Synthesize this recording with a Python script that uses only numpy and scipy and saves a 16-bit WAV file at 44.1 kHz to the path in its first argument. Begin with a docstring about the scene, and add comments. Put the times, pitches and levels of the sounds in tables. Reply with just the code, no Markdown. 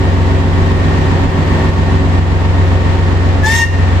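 """A diesel injector is pop-tested on a hand pump in a workshop. One stroke makes the nozzle needle
chatter: a short rising squeal and buzz in a hiss of spray. The steel and the room ring on.
A three-cylinder engine idles nearby, throbbing and clattering throughout, beside a pulsing
machine hum. A limiter ducks the peaks."""
import sys
import numpy as np
from scipy import signal
from scipy.fft import rfft, irfft, next_fast_len
from scipy.io import wavfile
from scipy.ndimage import uniform_filter1d, minimum_filter1d, map_coordinates

SR = 44100
rng = np.random.default_rng(int(sys.argv[2]) if len(sys.argv) > 2 else 0)


def dump(signal):
    """Clip the signal to [-1, 1] and save it as 16-bit WAV at the path in sys.argv[1]."""
    limited = np.clip(np.atleast_2d(signal).T, -1, 1)
    pcm = np.round(limited * 32767).astype(np.int16)
    wavfile.write(sys.argv[1], SR, pcm)


N = 176400

FIRING_HZ, CYLINDERS = 22.41, 3
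SQUEAL_ORDER = 2  # multiple of the chatter rate
# Needle chatter. Each row: time in seconds, rate in Hz.
CHATTER_RATE = [(3.43, 856), (3.456, 858), (3.47, 880), (3.5, 897), (3.525, 915), (3.55, 921), (3.57, 927),
                (3.6, 927), (3.628, 918), (3.65, 920)]


def injector():
    """The needle opens and shuts faster as pressure builds, squealing, buzzing and spraying."""
    # Each row: time in seconds, squeal level in dB, buzz and spray gain in dB.
    stroke = [(3.415, -70, -70), (3.435, -22, -11), (3.452, -11, -4), (3.47, -16, 1), (3.49, -13, 2),
              (3.51, -9, 2), (3.53, -13, 3), (3.572, -14, 5), (3.612, -14, 1), (3.632, -5, 1),
              (3.65, -19, -7), (3.68, -70, -70)]
    jitter, flutter_db = .004, 1.2
    rate_hz, = curves(CHATTER_RATE)
    squeal_db, buzz_db = curves(stroke)
    phase = 2 * np.pi * np.cumsum(rate_hz * (1 + jitter * wobble(500))) / SR
    squeal = np.sqrt(2) * np.sin(SQUEAL_ORDER * phase) * amp(squeal_db + flutter_db * wobble(70))
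    buzz = needle_buzz(phase, buzz_db)
    hiss = spray(phase, buzz_db)
    nozzle = room(buzz, wet_db=-5, t60_s=.25) + room(hiss, wet_db=-5, t60_s=.5)
    squeal = room(squeal, wet_db=-11, t60_s=.75)
    return pan(db=7.5) * squeal + pan(db=-1.5) * nozzle + steel(phase, squeal_db, buzz_db)


def needle_buzz(phase, gain_db):
    """Rasping overtones of the needle; uneven beats add the half orders."""
    # Each row: multiple of the chatter rate, relative level in dB.
    overtones = [(1, -24.5), (2.5, -36), (3, -33), (3.5, -38), (4, -31), (5, -36), (5.5, -41), (6, -35),
                 (7, -38), (8, -34), (9, -36), (10, -45), (11, -42), (12, -46), (13, -47), (14, -46),
                 (15, -47)]
    flutter_db, rasp_rad = 4, .1
    out = np.zeros(N)
    for order, db in overtones:
        level = amp(gain_db + db + flutter_db * wobble(110))
        out += level * np.sin(order * (phase + rasp_rad * wobble(450)) + 2 * np.pi * rng.random())
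    return np.sqrt(2) * out


def spray(phase, gain_db):
    """Each needle opening lets out a sputtering puff of spray."""
    # Each row: frequency in Hz, relative density in dB.
    spectrum = [(800, -19), (2000, 10.5), (2600, -2.5), (3600, 3), (4600, -4), (4950, -16), (5400, 5),
                (7500, -6), (8300, -18), (8800, -19), (10200, -9), (11200, -29), (13800, -16), (15000, -37)]
    base_db, pulse_db, sputter_db = -20.5, 5, 3.5
    puffs = amp(pulse_db * np.cos(phase) + sputter_db * wobble(350))
    return amp(base_db + gain_db) * unit(puffs * noise(lambda hz: amp(along(spectrum, hz))))


def steel(phase, squeal_db, buzz_db):
    """Modes of the injector and its stand swell as chatter overtones slide onto them, then ring on."""
    # Each row: frequency in Hz, T60 in seconds, peak rms level in dB, left minus right in dB.
    modes = [(1830, .7, -18, 7), (1848, .65, -19, 5), (2781, .5, -19, -4), (5560, .07, -24, -10),
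             (6489, .06, -23, -11)]
    t = np.arange(SR) / SR
    top_rate_hz = max(rate for _, rate in CHATTER_RATE)
    out = np.zeros((2, N))
    for hz, t60_s, db, pan_db in modes:
        order = round(hz / top_rate_hz)
        drive = amp(squeal_db if order == SQUEAL_ORDER else buzz_db) * np.exp(1j * order * phase)
        response = amp(-60 * t / t60_s) * np.exp(2j * np.pi * hz * t)
        ring = signal.fftconvolve(drive, response)[:N]
        out += amp(db) * pan(pan_db) * np.sqrt(2) * ring.imag / np.abs(ring).max()
    return out


def engine():
    """Exhaust tones, knock and clatter tied to one drifting shaft, over a random rumble."""
    # Loudness as the microphone moves. Each row: time in seconds, boom, body and clatter gains in dB.
    nearness = [(0, -.5, -.5, 1), (.6, .5, 0, 1.5), (1.05, -1, 2.5, 4.3), (1.35, -1, 2.3, 3.8),
                (1.75, .5, 1, 3.2), (2.3, 1, -1, 1.5), (2.9, 2.7, 0, 3), (3.4, 1.5, -1, 2.5), (4, 2, -3, 2)]
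    # Each row: frequency in Hz, relative density in dB.
    rumble_spectrum = [(12, -25), (22, 8), (36, 18.5), (55, 13), (80, 8.5), (130, 7.5), (220, 9), (300, 5),
                       (420, 0.5), (700, -39)]
    speed_drift = .00204
    boom_db, body_db, clatter_db = curves(nearness)
    firings = np.cumsum(FIRING_HZ * (1 + speed_drift * wobble(2))) / SR
    tones = exhaust(firings, boom_db, body_db)
    knocks = amp(-20.5) * knock(firings / CYLINDERS)
    rumble = amp(-21) * noise(lambda hz: amp(along(rumble_spectrum, hz)))
    return tones + amp(body_db) * (knocks + rumble) + clatter(firings, clatter_db)


def exhaust(firings, boom_db, body_db):
    """Wavering harmonics of the engine cycle; the low boom reaches the left side later."""
    # Each row: multiple of the firing rate, base level in dB, left minus right in dB.
    orders = [(2.667, -30, 2), (3, -19.5, 1.8), (4, -12, 1.1), (4.333, -26, 1), (7, -23.5, -.6),
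              (8, -31, -1.6), (9, -33, -1), (10, -26, -1), (12, -26, -3), (12.333, -30, -2), (14, -35, -2),
              (15.333, -32, -2), (16.667, -35, -2), (24, -34, 4), (30, -38, 2), (33.667, -39, 4),
              (40.667, -34, 4), (50.333, -40, 0), (82, -37, 2)]
    boom_lag_s = .0013
    out = np.zeros((2, N))
    for order, db, pan_db in orders:
        is_boom = order < 5
        lag = np.array([[-.5], [.5]]) * boom_lag_s * FIRING_HZ * is_boom
        multiple = round(order * CYLINDERS) / CYLINDERS
        tone = np.sqrt(2) * np.sin(2 * np.pi * (multiple * (firings + lag) + rng.random()))
        gain_db = boom_db + .72 * wobble(4.93) if is_boom else body_db + 1.7 * wobble(5.005)
        out += tone * pan(pan_db) * amp(db + gain_db)
    return out


def knock(cycles, size=8192):
    """The cylinders differ, so one knock pattern repeats each full engine cycle."""
    # Each row: frequency in Hz, relative density in dB.
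    spectrum = [(15, -17), (35, -4), (60, -34), (100, 13), (130, 3.5), (270, -4), (420, -4.5), (700, -14),
                (1100, -6), (1500, -37), (2600, -43), (4000, -75)]
    hz = np.arange(size // 2 + 1) * FIRING_HZ / CYLINDERS
    phasors = np.exp(2j * np.pi * rng.random((2, len(hz))))
    pattern = irfft(diffuse(phasors, hz) * amp(along(spectrum, hz)))
    looped = [np.interp(cycles * size, np.arange(size), side, period=size) for side in pattern]
    return unit(np.array(looped))


def clatter(firings, gain_db):
    """Engine clatter and the metal panel it keeps ringing, pulsing slightly with each firing."""
    # Each row: frequency in Hz, relative density in dB.
    spectrum = [(200, -26), (400, -4.5), (600, -5.5), (1000, -8.5), (1450, -13.5), (2000, -16),
                (2400, -16.5), (3200, -19.5), (4300, -24), (6000, -31), (7800, -32.5), (8800, -45.5),
                (11000, -48), (12500, -67), (15500, -72)]
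    panel_hz, half_width_hz, pulse_db = 1845, 195, .5
    rattle = amp(-23.5) * noise(lambda hz: amp(along(spectrum, hz)))
    panel = amp(-33) * noise(lambda hz: 1 / (1 + ((hz - panel_hz) / half_width_hz) ** 2))
    return (rattle + panel) * amp(gain_db + pulse_db * np.cos(2 * np.pi * firings))


def hum():
    """A machine hum that wavers and slowly pulses."""
    # Each row: time in seconds, mean level in dB.
    levels = [(0, -26.5), (.5, -27.5), (.8, -27), (1.35, -24), (1.9, -26), (2.5, -31), (3.2, -29), (4, -34)]
    tone_hz, waver_rad, pulse_hz, pulse_db = 380.5, .35, 3, 2.5
    level_db, = curves(levels)
    t = np.arange(N) / SR
    tone = np.sqrt(2) * np.sin(2 * np.pi * tone_hz * t + waver_rad * wobble(12))
    return pan(db=-2.4) * tone * amp(level_db + pulse_db * np.cos(2 * np.pi * pulse_hz * t))


def room(x, wet_db, t60_s):
    """Direct sound plus the workshop's diffuse tail."""
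    t = np.arange(SR * 3 // 4) / SR
    tail = rng.standard_normal((2, len(t))) * amp(-60 * t / t60_s)
    wet = signal.fftconvolve(np.atleast_2d(x), tail, axes=1)[:, :N]
    return x + amp(wet_db) * np.std(x) * unit(wet)


def diffuse(pair, hz):
    """Mix two unrelated spectra into the room's stereo field, alike in the bass."""
    # Each row: frequency in Hz, left-right correlation.
    correlation = [(30, 1), (60, 0.76), (130, 1), (280, 0.61), (400, 0.77), (550, 0.25), (1000, 0),
                   (2000, 0), (8000, 0)]
    # Each row: frequency in Hz, left minus right in dB.
    balance = [(30, -8), (130, -6), (280, -2), (600, -0.5), (1200, -2.5), (2000, 1.5), (4000, -0.5),
               (10000, 0)]
    angle = np.arccos(np.clip(along(correlation, hz), -1, 1)) / 2
    mid, side = pair[0] * np.cos(angle), pair[1] * np.sin(angle)
    return np.array([mid + side, mid - side]) * pan(along(balance, hz))


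def noise(gain):
    """Diffuse stereo noise of rms 1, coloured by gain(hz)."""
    hz = np.fft.rfftfreq(N, 1 / SR)
    white = rfft(rng.standard_normal((2, N)))
    return unit(irfft(diffuse(white, hz) * gain(hz), N))


def amp(db):
    """Decibels to gain."""
    return 10 ** (np.asarray(db) / 20)


def unit(x):
    """Scale to rms 1."""
    return x / np.sqrt(np.mean(x ** 2) + 1e-20)


def along(points, hz):
    """Interpolate (Hz, value) points on a log axis."""
    knots_hz, values = np.transpose(points)
    return np.interp(np.log(hz + 1), np.log(knots_hz + 1), values)


def curves(rows):
    """One value per sample for each column after the time."""
    times_s, *columns = np.transpose(rows)
    return [np.interp(np.arange(N) / SR, times_s, column) for column in columns]


def wobble(rate_hz):
    """Smooth random curve, rate_hz knots a second."""
    knots = rng.standard_normal(int(N * rate_hz / SR) + 4)
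    return map_coordinates(knots, [np.arange(N) * rate_hz / SR])


def pan(db):
    """Stereo gains for a left minus right level."""
    return amp(np.array([[.5], [-.5]]) * db)


def scene():
    """Idling engine, hum and one pump stroke."""
    return engine() + hum() + injector()


def record(dry):
    """A limiter ducks at peaks, holds and recovers; then a low-pass."""
    ceiling, hold_s, release_s, cutoff_hz = .94, .08, .05, 15650
    headroom = ceiling / (np.abs(dry).max(axis=0) + 1e-9)
    safe_gain = minimum_filter1d(np.minimum(1, headroom), size=64)
    hold_samples = int(hold_s * SR) // 2 * 2 + 1
    cut = 1 - minimum_filter1d(safe_gain, hold_samples, origin=hold_samples // 2)
    release = np.exp(-np.arange(N) / SR / release_s)
    gain = 1 - np.maximum.accumulate(cut / release) * release
    limited = dry * uniform_filter1d(gain, size=64)
    fft_size = next_fast_len(N + SR // 2)
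    passband = np.fft.rfftfreq(fft_size, 1 / SR) < cutoff_hz
    return irfft(rfft(limited, fft_size) * passband, fft_size)[:, :N]


dry = scene()
out = record(dry)
dump(out)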